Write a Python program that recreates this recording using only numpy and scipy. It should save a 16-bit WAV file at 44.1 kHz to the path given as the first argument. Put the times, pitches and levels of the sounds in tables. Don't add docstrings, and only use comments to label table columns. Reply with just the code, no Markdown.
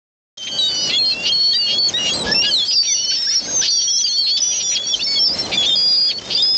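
import sys
import numpy as np
from scipy import signal
from scipy.fft import rfft, irfft, next_fast_len
from scipy.io import wavfile
from scipy.ndimage import uniform_filter1d

SR = 44100
rng = np.random.default_rng(int(sys.argv[2]) if len(sys.argv) > 2 else 0)


def waveform_to_disk(signal):
    frames = np.transpose(np.atleast_2d(signal))
    scaled = np.clip(frames, -1, 1) * 32767
    samples = np.round(scaled).astype(np.int16)
    wavfile.write(sys.argv[1], SR, samples)


def rack_gain(trim_db):
    fader = np.asarray(trim_db, float)
    return 10 ** (fader / 20)


N = 289737
T = np.arange(N) / SR
START_S, FOLD_HZ = 0.372, 8000
CLEAR_ROUGH, HOARSE_ROUGH = 0.1, 0.22
RASP_SPEED_UP, CROAK_SPEED_UP = 0.3, 0.091
HELD_ARCH = 0.026


def shape(x, points):
    hz, db = np.transpose(points)
    size = next_fast_len(len(x))
    f = np.maximum(np.arange(size // 2 + 1) * SR / size, 1)
    gain = rack_gain(np.interp(np.log(f), np.log(hz), db, -90, -90))
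    return irfft(rfft(x, size) * gain, size)[:len(x)]


def unit(x):
    return x / np.sqrt(np.mean(x ** 2))


def walk(rate, size=N):
    hold = int(SR / rate)
    steps = np.repeat(rng.standard_normal(size // hold + 1), hold)
    return uniform_filter1d(uniform_filter1d(steps, hold), hold)[:size] * 4 / 3


def add(out, start_s, x):
    i = int(start_s * SR)
    out[i:i + len(x)] += x[:N - i]


# t/s, level/dB
SURF_ROAR = [(.38, -43.5), (.6, -36), (.75, -40.5), (.9, -32.5), (1.05, -38), (1.27, -35), (1.5, -41),
             (2.28, -26.5), (2.54, -37.5), (2.85, -47), (3.3, -45), (3.6, -32.5), (3.72, -49.5),
             (4.4, -45.5), (5.1, -38.5), (5.5, -29.5), (6.15, -43), (6.31, -36.5)]
# f/Hz, level/dB (per Hz)
ROAR_COLOUR = [(21, -44), (40, -7.5), (207, 1), (454, -2), (566, 0.5), (1500, -16.5), (1950, -54),
               (3300, -120)]
# f/Hz, level/dB (per Hz)
HISS_COLOUR = [(700, -15), (1500, -3), (3000, -2.5), (5000, 1.5), (6500, -4), (7500, -9), (8000, -11)]


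def surf():
    roar_db = np.interp(T, *np.transpose(SURF_ROAR))
    roar = unit(shape(rng.standard_normal(N), ROAR_COLOUR)) * rack_gain(1.5 * walk(14))
    fizz = rng.standard_normal(N) * rack_gain(2 * walk(300) + 2 * walk(24))
    hiss = unit(shape(fizz, HISS_COLOUR))
    return rack_gain(roar_db) * roar + rack_gain(0.5 * roar_db - 18.0) * hiss


def whistle(rows, octave_db, edge_s=0.0025, waver=0.004, flutter_db=0.65, third_db=-12, flutter_rate=150):
    s, hz, db = np.transpose(rows)
    t = np.arange(s[0] - edge_s, s[-1] + edge_s, 1 / SR)
    hz = uniform_filter1d(np.interp(t, s, hz), size=500)
    hz = hz * (1 + waver * walk(120, size=len(t)))
    level_db = np.interp(t, s, db) + flutter_db * walk(flutter_rate, size=len(t))
    to_nearer_end = np.minimum(t - t[0], t[-1] - t)
    gain = rack_gain(level_db) * np.sqrt(2) * np.clip(to_nearer_end / (2 * edge_s), 0, 1)
    tone = np.sin(2 * np.pi * np.cumsum(hz) / SR)
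    for order, over_db in ((2, octave_db), (3, octave_db + third_db)):
        folded = FOLD_HZ - np.abs(FOLD_HZ - order * hz)
        overtone = np.sin(2 * np.pi * np.cumsum(folded) / SR)
        tone = tone + rack_gain(over_db) * (order * hz < 8800) * overtone
    return gain * tone


def cry(s, length, first, last, db, rise_db=0, fall_db=0, bend=1, arch=0):
    u = np.linspace(0, 1, num=12)
    glide = first + (last - first) * u ** bend
    hz = glide * (1 - arch * (2 * u - 1) ** 6)
    return list(zip(s + length * u, hz, db - rise_db * (1 - u) - fall_db * u))


# f/Hz, level/dB
OCTAVE_BY_PITCH = [(1700, -49), (2850, -14), (3500, -20), (3900, -24), (4300, -40.5), (4900, -39.5)]


def pitch_octave(rows):
    return np.interp(np.mean(rows, axis=0)[1], *np.transpose(OCTAVE_BY_PITCH))


def sing(lines, octave_db=None, third_db=-12):
    out = np.zeros(N)
    for rows in lines:
        over_db = pitch_octave(rows) if octave_db is None else octave_db
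        add(out, rows[0][0] - 0.003, whistle(rows, over_db, third_db=third_db))
    return out


# t/s, f/Hz, level/dB
REEDY_CALLS = [
    [(1.188, 3340, -40.5), (1.228, 3490, -36.5)],
    [(2.493, 4050, -34.5), (2.53, 4230, -38), (2.545, 4223, -43)],
    [(2.65, 4190, -34), (2.72, 4290, -40)],
    [(3.27, 3470, -42.5), (3.315, 3670, -31.5), (3.355, 3596, -40.5)],
    [(.374, 3230, -38), (.41, 3093, -31.5), (.5, 3185, -30), (.605, 3233, -31.5)],
    [(1.985, 2867, -23), (2.09, 2862, -20), (2.112, 2616, -31)],
    [(2.09, 3255, -24), (2.135, 3340, -20)],
    [(4.995, 2584, -24), (5.015, 3035, -27)],
    [(2.135, 4063, -22.5), (2.18, 4251, -24.5), (2.215, 3910, -25), (2.235, 3832, -22)],
]


def reedy_cries():
    return sing(REEDY_CALLS, octave_db=-6, third_db=-20)


def rasp(length_s, rate_hz, rough, db, throat_hz, speed_up, ring_s=0.00024):
    t = np.arange(0, length_s, 1 / SR)
    chance = rng.standard_normal((200, 2))
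    cycle = np.cumsum(rate_hz * (1 + speed_up * t / max(length_s, 0.06))) / SR
    uneven_count = np.cumsum(1 + 0.2 * rough * chance[:, 0].clip(-2, 2)) - 2
    beats = np.interp(uneven_count, cycle, t, right=1)
    last = np.searchsorted(beats, t, side="right") - 1
    since = t - beats[last]
    hz = throat_hz * (0.9 + 3 * t.clip(0, 0.07))
    upper = np.sin(2 * np.pi * 1.108 * hz * since)
    lower = (1.1 - 0.5 * t / length_s) * np.sin(2 * np.pi * 0.7743 * hz * since)
    ring = (since / ring_s) ** 2 * np.exp(-since / ring_s)
    slaps = unit(ring * (upper + lower) * rack_gain(10 * rough * chance[last, 1]))
    throat = signal.butter(2, throat_hz * np.array([0.6, 1.4]), "band", fs=SR, output="sos")
    air = unit(signal.sosfilt(throat, rng.standard_normal(len(t))))
    swell = np.sin(np.pi * (t / length_s) ** 0.8) ** 0.8
    thin = signal.butter(3, 0.5 * throat_hz, "high", fs=SR, output="sos")
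    return rack_gain(db) * swell * signal.sosfilt(thin, slaps + rough * air / 4)


def play_rasps(rows, rough, speed_up):
    out = np.zeros(N)
    for s, length, rate_hz, db, throat_hz in rows:
        add(out, s, rasp(length, rate_hz, rough, db, throat_hz, speed_up))
    return out


# t/s, length/s, pulse rate f/Hz, level/dB, throat f/Hz
EVEN_RASPS = [(.379, 0.0071, 333.9, -29, 5540), (1.96, .09, 108.7, -33.5, 2423), (4.41, .1, 423, -40, 3530),
              (2.96, .08, 347.9, -33, 4086), (.468, 0.024, 358.4, -25.5, 3560),
              (.896, 0.022, 322, -16.5, 4021), (1.25, .051, 331.7, -16, 4150),
              (1.68, 0.078, 402, -22, 3980), (2.65, .04, 258, -29.5, 5100),
              (3.301, 0.072, 312, -34.5, 2500), (3.798, 0.071, 313.5, -27.5, 4770),
              (4.262, 0.064, 358, -22, 4310), (4.501, 0.14, 402.7, -31, 3560),
              (4.711, 0.057, 305.3, -26, 3448), (4.996, 0.043, 821.3, -25, 4450),
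              (6.299, 0.058, 314.4, -18.5, 4290), (6.349, 0.068, 523, -24, 4267)]


def clear_rasps():
    return play_rasps(EVEN_RASPS, CLEAR_ROUGH, RASP_SPEED_UP)


# t/s, length/s, pulse rate f/Hz, level/dB, throat f/Hz
BREATHY_RASPS = [(.42, .025, 407.1, -32.5, 4590), (2.04, 0.062, 378, -30.5, 6217),
                 (4.17, 0.034, 406, -36, 6615), (.6, 0.083, 357, -33, 5530),
                 (2.24, 0.099, 378.6, -25, 4450), (2.415, 0.02, 366, -25.5, 4059),
                 (2.825, 0.061, 330, -29, 3840), (4.765, 0.015, 393.3, -16.5, 4190),
                 (4.06, 0.036, 384.4, -27.5, 4340), (5.69, 0.023, 357.8, -33, 3040),
                 (2.044, 0.082, 384.1, -23, 3600), (2.436, .034, 395, -18, 4090),
                 (2.704, .04, 327, -22.5, 4510), (3.097, 0.11, 436, -26.5, 3800),
                 (3.61, .065, 330, -17.5, 4890), (3.63, .07, 410, -18, 4230),
                 (4.004, 0.018, 291, -25, 4614), (4.368, 0.028, 421, -16.5, 4880),
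                 (4.595, .046, 387, -24, 4330), (4.93, 0.066, 459.8, -26, 5230),
                 (5.515, 0.042, 407, -20, 3680), (5.62, 0.056, 386.4, -21.5, 3900),
                 (6.106, 0.026, 409, -25.5, 3650)]


def hoarse_rasps():
    return play_rasps(BREATHY_RASPS, HOARSE_ROUGH, RASP_SPEED_UP)


# t/s, length/s, first f/Hz, last f/Hz, top level/dB
SWELLING_CALLS = [
    (0.481, .42, 3039, 2930, -25.5),
    (0.932, 0.054, 3325, 3393, -12),
    (1.668, 0.12, 3200, 3383, -18.5),
    (2.266, 0.068, 1659, 1800, -20),
    (2.568, 0.074, 4010, 4355, -20.5),
    (4.043, 0.028, 3310, 2900, -25),
    (4.884, 0.06, 3395, 3477, -17.5),
    (5.865, 0.16, 4670, 4690, -24),
    (5.94, 0.25, 4275, 4495, -25),
    (5.969, 0.14, 5000, 5076, -27),
]


def swelling_cries():
    return sing([cry(*c, rise_db=7, bend=1.7) for c in SWELLING_CALLS])


# t/s, length/s, first f/Hz, last f/Hz, level/dB
PLAIN_SQUEALS = [(0.514, 0.44, 7530, 7415, -52), (3.413, 0.16, 5604, 5364, -42),
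                 (5.777, 0.15, 5623, 6030, -45.5), (2.429, 0.065, 4633, 5010, -24),
                 (2.511, 0.043, 4580, 4310, -19), (3.982, 0.018, 4394, 4080, -21),
                 (4.174, 0.087, 4690, 3921, -22.5), (4.637, .07, 3510, 3415, -27.5),
                 (5.158, 0.04, 3460, 3253, -18), (5.386, 0.036, 5370, 5440, -18.5),
                 (5.881, 0.087, 4214, 3700, -32)]


def plain_squeals():
    return sing([cry(*c) for c in PLAIN_SQUEALS], octave_db=-27.5)


# t/s, length/s, first f/Hz, last f/Hz, level/dB
SHORT_YELPS = [(0.516, 0.45, 1597, 1417, -50), (1.885, .016, 6750, 6100, -20),
               (2.317, 0.019, 5210, 5487, -13.5), (2.346, 0.078, 5250, 5645, -14.5),
               (2.441, .06, 1634, 1690, -31.5), (2.876, 0.064, 2382, 2080, -34),
               (4.518, 0.035, 6300, 6416, -29), (4.746, 0.024, 5670, 4000, -20),
               (5.025, 0.014, 4402, 4660, -18), (5.033, 0.017, 5600, 6842, -32.5),
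               (5.178, .016, 4480, 4804, -22)]


def yelps():
    return sing([cry(*c) for c in SHORT_YELPS], octave_db=-27.5)


# t/s, length/s, first f/Hz, last f/Hz, level/dB
HELD_CALLS = [(0.517, .395, 4623, 4390, -26.5), (1.32, 0.215, 4363, 4430, -15),
              (1.782, 0.108, 4501, 4405, -16), (2.648, 0.4, 4557, 4496, -26.5),
              (3.292, .172, 4366, 4440, -30.5), (2.682, 0.064, 5001, 4955, -19),
              (3.891, 0.095, 5458, 5283, -21.5), (3.929, 0.11, 3290, 3326, -32),
              (4.868, 0.059, 5800, 5555, -19), (5.691, 0.059, 3615, 3660, -15),
              (6.379, 0.19, 3280, 3605, -30.5), (6.423, 0.15, 5034, 5130, -13.5)]


def held_cries():
    return sing([cry(*c, arch=HELD_ARCH) for c in HELD_CALLS])


# t/s, f/Hz, level/dB
CURVING_EARLY = [
    [(.683, 4713, -18.5), (.72, 4694, -28), (.77, 4780, -25.5), (.85, 5020, -23), (.912, 4840, -31.5)],
    [(.587, 3946, -16), (.65, 3764, -14.5), (.684, 3824, -17), (.69, 3618, -24.5), (.72, 3464, -32)],
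    [(.745, 5834, -25), (.84, 5857, -25.5), (.86, 5840, -23.5), (.89, 5380, -38)],
    [(.985, 4220, -15), (1.12, 4306, -16), (1.14, 4016, -22)],
    [(1.055, 4910, -30), (1.12, 4880, -33), (1.14, 4596, -25.5)],
    [(1.5, 3130, -39.5), (1.53, 3306, -23), (1.56, 3010, -26.5)],
    [(1.543, 4660, -16.5), (1.58, 4732, -16), (1.65, 4367, -18), (1.72, 4420, -25), (1.8, 4237, -26.5),
     (1.85, 4130, -31)],
    [(2.465, 3454, -17), (2.51, 3078, -22), (2.55, 3033, -29)],
    [(2.478, 6660, -39.5), (2.51, 6218, -38), (2.55, 6170, -38.5), (2.61, 5110, -36)],
    [(2.535, 4330, -12.5), (2.6, 3510, -17), (2.63, 3307, -16.5), (2.65, 3420, -21.5)],
    [(2.722, 5600, -25.5), (2.736, 5780, -16.5), (2.756, 5340, -20), (2.825, 5328, -29)],
    [(2.755, 4960, -16), (2.79, 4604, -11.5), (2.817, 4560, -15), (2.825, 4760, -14)],
]
# t/s, f/Hz, level/dB
CURVING_LATER = [
    [(2.826, 5630, -25), (2.91, 5800, -16), (2.93, 6139, -15), (2.945, 5993, -21.5), (3.0, 6050, -41.5),
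     (3.08, 6078, -33.5), (3.17, 5974, -32.5)],
    [(2.945, 5516, -14.5), (2.972, 5923, -20.5), (3.0, 5550, -17.5), (3.027, 6020, -27.5),
     (3.05, 5317, -16), (3.068, 5687, -33.5), (3.09, 6002, -22.5), (3.11, 5340, -15.5)],
    [(3.03, 4175, -33), (3.1, 4419, -20.5), (3.15, 4563, -19.5), (3.165, 4226, -30)],
    [(3.68, 4552, -16.5), (3.71, 4666, -19), (3.79, 4624, -20.5)],
    [(3.71, 3680, -34), (3.75, 3521, -32), (3.8, 3200, -31.5), (3.83, 3304, -28.5)],
    [(3.96, 6310, -30.5), (4.07, 6390, -32.5), (4.12, 6250, -26.5), (4.17, 5610, -29.5)],
    [(4.105, 5414, -40), (4.22, 5310, -40.5), (4.27, 4900, -32.5)],
    [(4.404, 5660, -19.5), (4.411, 4830, -14.5), (4.416, 5340, -21)],
    [(5.192, 5282, -15), (5.228, 5500, -12.5), (5.285, 5210, -13.5)],
    [(5.755, 3300, -25.5), (5.95, 3470, -36.5), (6.05, 3286, -46), (6.09, 3460, -20.5),
     (6.115, 3072, -23.5)],
    [(6.35, 4610, -9.5), (6.373, 5050, -19), (6.383, 4649, -25)],
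    [(6.372, 3564, -18.5), (6.41, 3576, -15.5), (6.428, 3820, -17.5)],
]


def curving_cries():
    return sing(CURVING_EARLY + CURVING_LATER)


# t/s, length/s, first f/Hz, last f/Hz, level/dB
FAINT_SQUEALS = [(0.767, .1, 3524, 4000, -37), (0.981, 0.044, 2770, 2460, -35),
                 (1.23, 0.062, 4487, 4624, -29), (1.271, 0.023, 5810, 5690, -27.5),
                 (1.666, .09, 5400, 5450, -39.5), (1.888, 0.013, 3400, 3002, -28),
                 (2.127, 0.039, 4620, 4680, -23.5), (2.729, 0.02, 2865, 2734, -30.5),
                 (2.765, .03, 3790, 3468, -34), (3.116, 0.012, 1491, 1667, -35.5),
                 (3.27, .025, 1593, 1831, -32.5), (3.4, 0.2, 3800, 3735, -46.5),
                 (3.434, 0.15, 5010, 4760, -36.5), (3.456, 0.016, 2234, 2110, -40.5),
                 (3.48, 0.018, 1520, 1625, -37.5), (3.615, 0.028, 1495, 1867, -31),
                 (4.169, .06, 3186, 3236, -30), (4.645, 0.061, 5338, 5210, -30),
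                 (4.644, .05, 4830, 4820, -32), (5.01, 0.016, 3370, 3711, -20.5),
                 (4.695, 0.026, 4150, 4150, -29.5), (4.432, 0.082, 5440, 5380, -31.5),
                 (3.298, 0.058, 2106, 2253, -41), (3.262, .1, 4925, 5105, -32),
                 (2.65, 0.05, 3203, 3200, -38), (5.206, 0.042, 3118, 3325, -34.5),
                 (5.21, 0.028, 4020, 3934, -36.5), (5.275, .045, 4710, 4610, -26.5),
                 (5.331, 0.025, 5400, 5250, -23), (5.453, 0.011, 6000, 5620, -28),
                 (5.462, 0.017, 3214, 2883, -31.5), (5.66, 0.016, 5935, 6090, -25),
                 (5.675, 0.12, 5440, 4930, -32.5), (5.877, 0.015, 5200, 5000, -28),
                 (6.184, 0.013, 3330, 2940, -30), (6.384, .035, 5380, 5400, -34)]


def faint_squeals():
    return sing([cry(*c) for c in FAINT_SQUEALS], octave_db=-27.5)


# t/s, length/s, pulse rate f/Hz, level/dB, throat f/Hz
REEDY_CROAKS = [
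    (.909, 0.066, 669, -19.5, 3477),
    (5.527, 0.0463, 1142, -17.5, 3504),
]


def croaks():
    return play_rasps(REEDY_CROAKS, CLEAR_ROUGH, CROAK_SPEED_UP)


# t/s, length/s, first f/Hz, last f/Hz, level/dB
CRACKED_CALLS = [
    (1.023, 0.1, 3173, 3136, -34),
    (1.326, .17, 3120, 3193, -33),
    (1.798, 0.082, 3229, 3277, -38),
    (2.994, 0.11, 4580, 4618, -39),
    (3.331, 0.071, 4780, 4990, -35),
    (4.39, 0.15, 4760, 4790, -34),
    (4.529, 0.063, 2918, 3041, -39),
    (6.449, .12, 4598, 4610, -38.5),
]


def cracked_cries():
    out = np.zeros(N)
    for c in CRACKED_CALLS:
        add(out, c[0], whistle(cry(*c), -30, edge_s=0.008, waver=0.006, flutter_db=4, flutter_rate=500))
    return out


# t/s, length before the sag/s, first f/Hz, last f/Hz, top level/dB
DROOPING_CALLS = [
    (1.11, 0.18, 2619, 2894, -22.5),
    (1.585, 0.13, 2840, 2868, -23),
    (2.343, 0.12, 2620, 2924, -18.5),
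    (2.949, 0.16, 2856, 3072, -26),
    (4.603, 0.13, 5650, 5814, -16),
]


def drooping_cries():
    out = np.zeros(N)
    sag_s, sag_share, sag_db = 0.035, 0.045, 15
    for s, length, first, last, db in DROOPING_CALLS:
        rows = cry(s, length, first, last, db, rise_db=7.5)
        rows = rows + [(s + length + sag_s, last * (1 - sag_share), db - sag_db)]
        out += sing([rows], octave_db=pitch_octave(rows) - 3)
    return out


# t/s, length/s, first f/Hz, last f/Hz, level/dB
SLIDING_CALLS = [
    (1.29, 0.042, 3125, 3264, -19),
    (4.087, 0.078, 3140, 3620, -31),
    (4.56, 0.042, 6488, 5787, -22.5),
    (4.625, .13, 7095, 6900, -33.5),
    (4.752, .075, 3263, 3423, -22),
    (4.938, .015, 3333, 3045, -14),
    (5.25, .086, 4621, 5015, -21),
    (5.656, .04, 3450, 3746, -16.5),
    (5.754, 0.11, 4370, 4670, -27.5),
]


def sliding_cries():
    return sing([cry(*c) for c in SLIDING_CALLS])


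# t/s, length/s, first f/Hz, last f/Hz, level/dB
HUSKY_CALLS = [
    (1.533, 0.042, 3666, 3970, -20),
    (1.939, 0.049, 3712, 3950, -15.5),
    (3.168, .09, 3696, 3894, -31),
    (5.067, .12, 4500, 4430, -18.5),
    (5.342, .125, 4204, 4140, -28),
]


def husky_cries():
    out = np.zeros(N)
    for s, length, first, last, db in HUSKY_CALLS:
        main = cry(s, length, first, last, db, rise_db=3.5, arch=HELD_ARCH)
        under = cry(s, length, first / 2, last / 2, db - 16.5, arch=HELD_ARCH)
        out += sing([main], octave_db=-44.5 - db)
        out += sing([under], octave_db=-20, third_db=17)
    return out


# t/s, length/s, first f/Hz, last f/Hz, top level/dB
FADING_CALLS = [
    (2.872, 0.07, 3694, 3470, -21.5),
    (3.682, 0.13, 4090, 4707, -19),
    (3.768, 0.15, 4600, 4376, -21),
    (3.877, .046, 3230, 3361, -20),
    (4.418, 0.19, 5896, 5810, -13.5),
    (4.835, 0.041, 3440, 3260, -24.5),
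    (4.836, 0.095, 4390, 4590, -25),
    (5.041, 0.13, 5414, 5183, -17.5),
]


def fading_cries():
    return sing([cry(*c, fall_db=9, bend=0.56) for c in FADING_CALLS])


def warble(rows, quick, first_db, last_db):
    line = []
    levels = np.linspace(first_db, last_db, len(rows) - 1)
    for (s, dip, crest), (next_s, *_), db in zip(rows, rows[1:], levels):
        line += [(s, dip, db)]
        line += [(s + 0.22 * (next_s - s), dip + quick * (crest - dip), db - 3.5)]
        line += [(next_s - 0.016, crest, db - 2.5)]
    return line + [(*rows[-1][:2], last_db - 7)]


# t/s, dip f/Hz, following crest f/Hz
WARBLE_DIPS = [
    [(3.112, 5510, 5513), (3.172, 5220, 5558), (3.235, 5124, 5650), (3.298, 5160, 5870),
     (3.362, 5250, 5610), (3.4, 5216, 5100)],
    [(3.706, 5910, 5840), (3.734, 5574, 5750), (3.796, 5530, 5830), (3.855, 5590, 5811),
     (3.912, 5490, 5910), (3.975, 5230, 5940), (4.038, 5047, 5190)],
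]
# share of the climb made early, first level/dB, last level/dB
WARBLE_SHAPES = [(0.4, -20, -12), (0.992, -16.5, -15)]


def warbling_cries():
    return sing([warble(rows, *voice) for rows, voice in zip(WARBLE_DIPS, WARBLE_SHAPES)])


# t/s, f/Hz, level/dB
WANDERING_CALLS = [
    [(3.42, 6225, -38.5), (3.5, 6424, -23.5), (3.574, 6343, -15.5), (3.61, 6030, -14.5),
     (3.635, 5270, -38.5)],
    [(4.042, 4650, -11.5), (4.073, 4785, -18.5), (4.098, 4250, -20), (4.203, 4556, -18.5),
     (4.238, 4314, -19), (4.298, 4300, -16.5), (4.347, 4596, -17.5), (4.37, 4450, -15.5)],
    [(4.288, 2917, -39), (4.322, 3310, -24.5), (4.387, 3532, -23), (4.402, 3345, -35.5), (4.51, 3490, -30),
     (4.539, 2966, -24.5)],
    [(5.575, 3463, -11.5), (5.644, 3317, -16.5), (5.677, 3353, -24.5), (5.719, 3140, -22),
     (5.757, 3370, -25)],
    [(5.757, 4918, -15.5), (5.851, 4853, -14.5), (6.091, 4836, -17.5), (6.118, 4280, -23.5)],
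]


def long_calls():
    under = [(s, hz / 2, db - 35.5) for s, hz, db in WANDERING_CALLS[-1]]
    return sing(WANDERING_CALLS) + sing([under], octave_db=-20, third_db=23)


def near_gulls():
    whistled = reedy_cries() + swelling_cries() + plain_squeals() + yelps() + held_cries()
    whistled += curving_cries() + faint_squeals() + cracked_cries() + drooping_cries() + sliding_cries()
    whistled += husky_cries() + fading_cries() + warbling_cries() + long_calls()
    return whistled + clear_rasps() + hoarse_rasps() + croaks()


def far_gulls(db, count=200):
    out = np.zeros(N)
    for k, (when, long, high, bend, loud) in enumerate(rng.random((count, 5))):
        s, length = when * N / SR * 0.98, 0.03 + 0.13 * long ** 2
        hz, level_db = 3000 + 2700 * high, db - 9 * loud
        if k % 9:
            arch = [(s, hz, level_db),
                    (s + length / 2, hz * 1.015, level_db),
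                    (s + length, hz * (1.05 - 0.1 * bend), level_db - 4)]
            voice = whistle(arch, -24, edge_s=0.01, waver=0.004, flutter_db=2)
        else:
            voice = rasp(length, 300 + 350 * bend, 0.2, level_db - 3, hz * 0.8, speed_up=0.07)
        add(out, s, voice)
    return out


def wet_sand(gulls):
    smear = rng.standard_normal(2600) * np.exp(-np.arange(2600) / SR / 0.015)
    smear = smear / np.sqrt(np.sum(smear ** 2))
    return rack_gain(-13.5) * signal.fftconvolve(gulls, smear)[:N]


def ducking(gulls, hold_s=0.009, knee_db=-22, depth=0.55):
    power = uniform_filter1d(gulls ** 2, int(hold_s * SR), origin=int(hold_s * SR / 4))
    return (1 + power / rack_gain(2 * knee_db)) ** (-depth / 2) * rack_gain(2.5)


def scene():
    gulls = near_gulls()
    stir = uniform_filter1d(gulls ** 2, size=6000) ** 0.067
    far = stir * far_gulls(db=-35)
    opening = rack_gain(np.interp(T, (0.37, 0.6), (-8, 0)))
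    background = opening * (ducking(gulls) * surf() + far)
    return (gulls + wet_sand(gulls) + background)[None]


def low_pass(x):
    return signal.sosfilt(signal.butter(12, 9060, fs=SR, output="sos"), x)


def record(dry):
    x = shape(np.tanh(1.7 * dry[0]) / 1.7, [(10, 0), (7000, 0), (8000, -6)])
    flipped = 2 * x * np.cos(4 * np.pi * FOLD_HZ * T)
    mirror = shape(flipped, [(7900, -33.5), (8000, 3.0), (8500, -15.5), (9000, -34.0)])
    mix = ((x + mirror) * (T > START_S))[None]
    return low_pass(mix)


dry = scene()
out = record(dry)
waveform_to_disk(out)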